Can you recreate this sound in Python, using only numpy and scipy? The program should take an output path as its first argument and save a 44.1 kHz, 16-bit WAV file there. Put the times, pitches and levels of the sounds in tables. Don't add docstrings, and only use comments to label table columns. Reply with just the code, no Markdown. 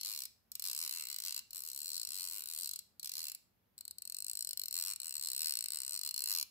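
import sys
import numpy as np
from scipy import signal
from scipy.fft import rfft, irfft, next_fast_len
from scipy.io import wavfile
from scipy.ndimage import uniform_filter1d

SR = 44100
rng = np.random.default_rng(int(sys.argv[2]) if len(sys.argv) > 2 else 0)


def field_ratio(decibels):
    return 10 ** (np.asarray(decibels, dtype=float) / 20)


def store_pcm(level_fs):
    pcm = np.round(np.clip(level_fs, -1, 1) * 32767).astype(np.int16)
    wavfile.write(sys.argv[1], SR, np.atleast_2d(pcm).T)


N = 286650
LEAD = SR // 10
SPLIT_HZ = 3750
REST_S = .09

# t/s, gear tooth reached, time per tooth/ms
FIRST_BACK = [
    (3.7792, 199, 5.6),
    (3.8517, 202, 58.5),
    (3.9092, 204, 65.4),
    (3.9833, 205, 31.8),
    (4.052, 207, 21.7),
    (4.1451, 211, 23.2),
    (4.2221, 215, 19.8),
]


def along(points, hz):
    f, v = np.transpose(points)
    return np.interp(np.log(hz + 1), np.log(f + 1), v)


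def unit(x):
    return x / np.sqrt(np.mean(x ** 2) + 1e-20)


def filtered(x, response):
    m = next_fast_len(x.shape[-1] + 8192)
    spectrum = rfft(x, m) * response(np.fft.rfftfreq(m, 1 / SR))
    return irfft(spectrum, m)[..., :x.shape[-1]]


def room_floor():
    # f/Hz, density level/dB
    hiss_colour = [(15, -32), (30, -14), (65, -0.5), (110, -2), (150, -7), (260, -11), (600, -14),
                   (2000, -21), (5000, -26.5), (9000, -33.5), (12000, -20.5), (15500, -22.5)]
    # f/Hz, coherence
    alike = [
        (60, 0.66),
        (300, 0.11),
        (700, 0.18),
        (10000, 0.05),
    ]
    # f/Hz, bandwidth/Hz, level/dB
    hums = [
        (104.8, 4.1, -95),
        (190.4, 14, -92),
        (227.5, 16.4, -93),
    ]

    def mid_side(hz):
        turn = np.arccos(np.clip(along(alike, hz), -1, 1)) / 2
        return field_ratio(along(hiss_colour, hz)) * [np.cos(turn), np.sin(turn)]

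    mid, side = filtered(rng.standard_normal((2, N)), mid_side)
    out = field_ratio(-78) * unit(np.array([mid + side, mid - side]))
    for centre, width, db in hums:
        band = filtered(rng.standard_normal(N), lambda hz: np.exp(-((hz - centre) / width) ** 2))
        out = out + field_ratio(db) * unit(band)
    return out


def shop(x):
    # f/Hz, t60/s
    decay = [(800, 0.27), (2000, 0.28), (5000, 0.38), (9000, 0.35), (15000, 0.32)]
    # f/Hz, level/dB
    walls = [(800, 3.5), (2500, 8), (3700, 4.5), (4250, 1.5), (4900, 0), (7000, -2.5), (8000, -4.5),
             (9000, -6), (15000, -5)]
    out = np.zeros((2, len(x)))
    t = np.arange(len(x)) / SR
    for k in range(3):
        hz, age, z = signal.stft(rng.standard_normal((2, SR // 2)), SR, nperseg=256)
        fade = field_ratio(along(walls, hz)[:, None] - 60 * age / along(decay, hz)[:, None])
        tail = signal.istft(z * fade, SR, nperseg=256)[1]
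        tail = tail / np.linalg.norm(tail[0])
        turn = np.cos(np.pi * (t / .5 + k / 3)) ** 2 / np.sqrt(9 / 8)
        sent = np.pad(x * turn, (180, 0))
        out += signal.fftconvolve(sent[None], tail, axes=1)[:, :len(x)]
    return out


def crank():
    # t/s, gear tooth reached, time per tooth/ms
    forward_pushes = [
        (-0.062, 0, 14.5),
        (-0.0281, 2, 14.2),
        (0.0474, 6, 11.8),
        (0.1609, 17, 13.7),
        (0.2534, 23, 18.3),
                      (0.517, 24, 17.6),
        (0.5955, 26, 31.5),
        (0.662, 30, 10.1),
        (0.7306, 35, 19.2),
        (0.789, 39, 13.1),
        (0.8612, 45, 12.9),
        (0.9243, 49, 12.4),
        (1.0694, 60, 17.7),
        (1.1848, 67, 25.9),
                      (1.2011, 68, 22.1),
        (1.3441, 78, 23.1),
        (1.3906, 81, 15.6),
                      (1.5065, 82, 29.7),
        (1.5679, 86, 10.9),
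        (1.6199, 90, 17.5),
        (1.7152, 97, 16.6),
        (1.8443, 106, 14.4),
        (1.9166, 112, 15.9),
        (1.9781, 117, 13.9),
        (2.0145, 119, 11.5),
        (2.0496, 121, 17.0),
                      (2.0713, 122, 18.7),
        (2.2071, 133, 11.9),
        (2.2979, 141, 13.7),
        (2.4373, 153, 17.8),
                      (2.4573, 154, 16.0),
        (2.5615, 162, 14.0),
        (2.7345, 174, 24.8),
        (2.79, 176, 38.6),
                      (2.9956, 177, 48.0),
        (3.0571, 180, 16.1),
        (3.0931, 182, 25.9),
        (3.2159, 190, 13.3),
        (3.2678, 194, 16.4),
        (3.348, 198, 37.9),
    ]
    # t/s, gear tooth reached, time per tooth/ms
    later_back_pushes = [
        (4.2445, 216, 23.5),
        (4.332, 221, 21.9),
        (4.3904, 224, 19.3),
        (4.447, 227, 28.7),
        (4.531, 231, 26.3),
        (4.5729, 232, 23.7),
        (4.6823, 237, 27.5),
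                         (4.7093, 238, 18.1),
        (4.8235, 247, 14.2),
        (4.9209, 256, 10.5),
        (4.96, 258, 34.9),
                         (5.0005, 259, 17.6),
        (5.1239, 268, 17.6),
        (5.1954, 273, 17.5),
        (5.2713, 279, 14.1),
        (5.4174, 289, 11.5),
        (5.4699, 293, 11.0),
        (5.6073, 302, 19.2),
        (5.6586, 305, 21.1),
                         (5.6838, 306, 22.6),
        (5.7713, 312, 15.3),
        (5.908, 321, 14.4),
        (6.0125, 329, 24.3),
        (6.1093, 335, 23.3),
                         (6.1416, 336, 22.8),
        (6.2388, 342, 21.3),
        (6.3368, 350, 12.7),
        (6.4267, 357, 16.3),
    ]
    forward = forward_pushes
    backward = FIRST_BACK + later_back_pushes
    s, tooth, ms = np.transpose(forward + backward)
    k = np.arange(tooth[-1] + 1)
    j = np.minimum(np.searchsorted(tooth, k, 'right') - 1, len(s) - 2)
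    span = tooth[j + 1] - tooth[j]
    u = (k - tooth[j]) / span
    through_times = s[j] + (s[j + 1] - s[j]) * u * u * (3 - 2 * u)
    return through_times + span / 1000 * u * (1 - u) * (ms[j] * (1 - u) - ms[j + 1] * u)


def pose(when):
    # t/s, snap level/dB, left-right/dB, looseness/dB
    hand = [(0, -35, 5, 7), (.25, -37, -1.5, -0.5), (.68, -33, 2, 3.5), (.88, -35, 1.5, 8),
            (1.05, -37.5, 6.5, 8.5), (1.35, -34.5, 2.5, 5.5), (1.6, -40, 7, -5), (1.98, -35, 6.5, -0.5),
            (2.42, -38.5, 7, 2.5), (2.65, -35.5, 6.5, -0.5), (3.2, -36, 0, 2.5), (3.9, -40.5, 9.5, -4),
            (4.45, -33.5, 7.5, 0), (4.8, -32.5, 5.5, 4.5), (5.03, -38, 8, 0.5), (5.45, -30, 6, 9),
            (5.85, -36, 9.5, 3.5), (6.3, -30.5, 1.5, 8)]
    # gain per hand shade/(dB/dB), gain per looseness/(dB/dB), loss per doubled tooth time/dB
    shaded = [
        (1.41, 1.28, 3.5),
        (0.75, 0.48, 0.6),
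        (0.26, 0.55, 1.3),
        (0.4, 0.48, 1.3),
        (0.75, 0.43, 0.9),
    ]
    # mean level/dB, swing/dB, loudest at share of a turn
    turn_out = [
        (5, 0.6, 0.64),
        (-1.5, 2, 0.11),
        (-1.6, -0.2, 0.4),
        (-2.5, 1.2, 0.86),
        (-2.5, 1.56, 0.82),
    ]
    # mean level/dB, swing/dB, loudest at share of a turn
    turn_back = [
        (3.5, 2, 0.57),
        (-0.76, 1.4, 0.14),
        (-2.5, 0.97, 0.73),
        (-4, 1.1, 0.79),
        (-2.5, 0.94, 0.21),
    ]
    open_ref_db, brisk_ms, teeth_per_turn = -36, 14, 55
    first_db, slack_db = -5.5, -9
    grip_out, grip_back = 0.023, 0.83
    ring_out_db, ring_back_db = -3, 1.5

    s, *columns = np.transpose(hand)
    open_db, pan_db, loose_db = [np.interp(when, s, c) for c in columns]
    tooth = np.arange(len(when))
    gap = np.diff(when, prepend=when[0] - brisk_ms / 1000)
    back = tooth >= FIRST_BACK[0][1]
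    spool = np.where(back, np.transpose(turn_back)[..., None], np.transpose(turn_out)[..., None])
    mean_db, swing_db, peak = spool
    shade, free, drag = np.transpose(shaded)[..., None]
    slow = np.log2(np.minimum(gap, REST_S) * 1000 / brisk_ms)
    part_db = mean_db + swing_db * np.cos(2 * np.pi * (tooth / teeth_per_turn - peak))
    part_db = part_db + shade * (open_ref_db - open_db) + free * loose_db - drag * slow
    level_db = open_db + first_db * (gap > REST_S) + slack_db * (tooth == FIRST_BACK[0][1] + 1)
    grip_ring = np.where(back, [[grip_back], [ring_back_db]], [[grip_out], [ring_out_db]])
    return level_db, pan_db, part_db, grip_ring


def drifting(count, fresh, alike):
    slow, quick = rng.standard_normal((2, len(crank()), 3, count))
    slow = unit(uniform_filter1d(slow, size=9, axis=0))
    z = np.sqrt(1 - fresh) * slow + np.sqrt(fresh) * quick
    return np.sqrt(alike) * z[:, :1] + np.sqrt(1 - alike) * z[:, 1:]


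def ringing(hz, t60, gains, turns, rise, late):
    t = np.maximum(np.arange(1024) / SR - late, 0)
    modes = field_ratio(-60 * t / t60[:, None]) * np.exp(2j * np.pi * hz[:, None] * t)
    build_up = rise + 0.29 / hz[:, None] * (hz[:, None] < SPLIT_HZ)
    modes = modes * (1 - np.exp(-t / build_up)) ** 2
    for rows, edge_hz in (hz < SPLIT_HZ, 950), (hz >= SPLIT_HZ, SPLIT_HZ - 20):
        highpass = signal.butter(N=9, Wn=edge_hz, btype='high', fs=SR, output='sos')
        modes[rows] = signal.sosfilt(highpass, modes[rows])
    return np.imag((gains * np.exp(1j * turns)) @ modes)


def pawl():
    parts = [
        2400,
        4300,
        5300,
        7900,
        12000,
    ]
    # f/Hz, level/dB, left-right/dB, t60/s
    rings = [(1049, -26, 1, 0.013), (1225, -25.5, -1, 0.011), (1495, -32.5, 4, 0.022),
             (2069, -24, 1, 0.013), (2412, -24.5, 0.5, 0.019), (2731, -21, -0.5, 0.033),
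             (2987, -25, 2, 0.042), (4250, 1, -1.5, 0.021), (4370, -5.5, 3, 0.023), (5256, -14, 4.5, 0.036),
             (7470, -16.5, -9, 0.011), (7875, 1, 3.5, 0.008), (8106, -0.5, 11.5, 0.0074),
             (9830, -9, 8.5, 0.011), (11590, -9.5, -4.5, 0.011), (12650, -13, 0, 0.024),
             (12000, -3, 1, 0.015), (13570, -6.5, -1, 0.041)]
    # f/Hz, level/dB
    thicket = [(800, -62), (1200, -48.5), (1800, -51.5), (2600, -35), (3500, -28.5), (4000, -13.5),
               (5600, -14.5), (6600, -18), (7500, -11.5), (8900, -16), (10000, -13.5), (12500, -10),
               (14500, -15.5), (16800, -20)]
    when = crank()
    level_db, pan_db, part_db, (grip_db, ring_db) = pose(when)
    level_db = level_db + rng.normal(0, 1.0, len(when))

    def shade(hz):
        return field_ratio([np.interp(hz, parts, row) for row in np.transpose(part_db)])[:, None]

    hz, db, lean_db, t60 = np.transpose(rings)
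    lean = lean_db * np.array([[.5], [-.5]]) * pan_db[:, None, None] / 2.61
    gains = shade(hz) * field_ratio(db + lean)
    gains = gains * field_ratio(1.1 * drifting(count=len(hz), fresh=.12, alike=.6))
    turns = 0.62 * drifting(count=len(hz), fresh=0.31, alike=0.49)
    strong = ringing(hz, t60, gains, turns, rise=0.00037, late=0.0003122)

    hz = (np.arange(160) + rng.random(160)) * 100 + 800
    weak_db = along(thicket, hz)
    gains = shade(hz) * field_ratio(weak_db) * drifting(count=len(hz), fresh=0.15, alike=0.14)
    t60 = 0.019 * field_ratio(rng.normal(0, 0.67, len(hz)))
    weak = ringing(hz, t60, gains, np.zeros(len(hz)), rise=0.00036, late=0)

    gains = shade(hz) * field_ratio(weak_db + np.array([[-2], [-6]]) - 25 * (hz < SPLIT_HZ))
    gains = gains * field_ratio(2 * drifting(count=1, fresh=.3, alike=.5))
    turns = 1.26 * drifting(count=len(hz), fresh=0.16, alike=0.24)
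    crack = ringing(hz, np.full(len(hz), .005), gains, turns, rise=.00003, late=0.0006864)

    ms = np.arange(strong.shape[2]) * 1000 / SR
    finger_damping = field_ratio(-grip_db[:, None, None] * np.minimum(ms, 12))
    snaps = (strong * field_ratio(ring_db)[:, None, None] + weak + crack) * finger_damping
    snaps = snaps / np.sqrt(np.mean(snaps[..., :270] ** 2, axis=2, keepdims=True))
    port_db = level_db[:, None] + (pan_db[:, None] + 1.1) * np.array([.24, -.24]) - 4
    snaps = snaps * field_ratio(port_db)[..., None]
    at = np.round(when * SR).astype(int)[:, None] + LEAD + np.arange(snaps.shape[2])
    ports = [np.bincount(at.ravel(), snaps[:, c].ravel(), N + SR)[:N + LEAD] for c in range(2)]
    return np.array(ports)


def scene():
    near = filtered(pawl(), lambda hz: np.exp(-2j * np.pi * hz * np.array([[0], [.000125]])))
    forward = np.arange(N + LEAD) < LEAD + (FIRST_BACK[0][0] - REST_S) * SR
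    wet_db = np.where(forward, -11.5, -15)
    wet = shop(field_ratio(wet_db) * near.mean(axis=0) * np.sqrt(2))
    return (near + wet)[:, LEAD:] + room_floor()


def top_cut(x):
    return signal.sosfilt(signal.butter(12, 16800, fs=SR, output="sos"), x)


def record(dry):
    # f/Hz, gain/dB
    top = [
        (15600, 0.5),
        (16000, -27),
        (16500, -26),
        (16800, -34),
    ]
    mix = filtered(dry, lambda hz: field_ratio(along(top, hz)))
    return top_cut(mix)


dry = scene()
out = record(dry)
store_pcm(out)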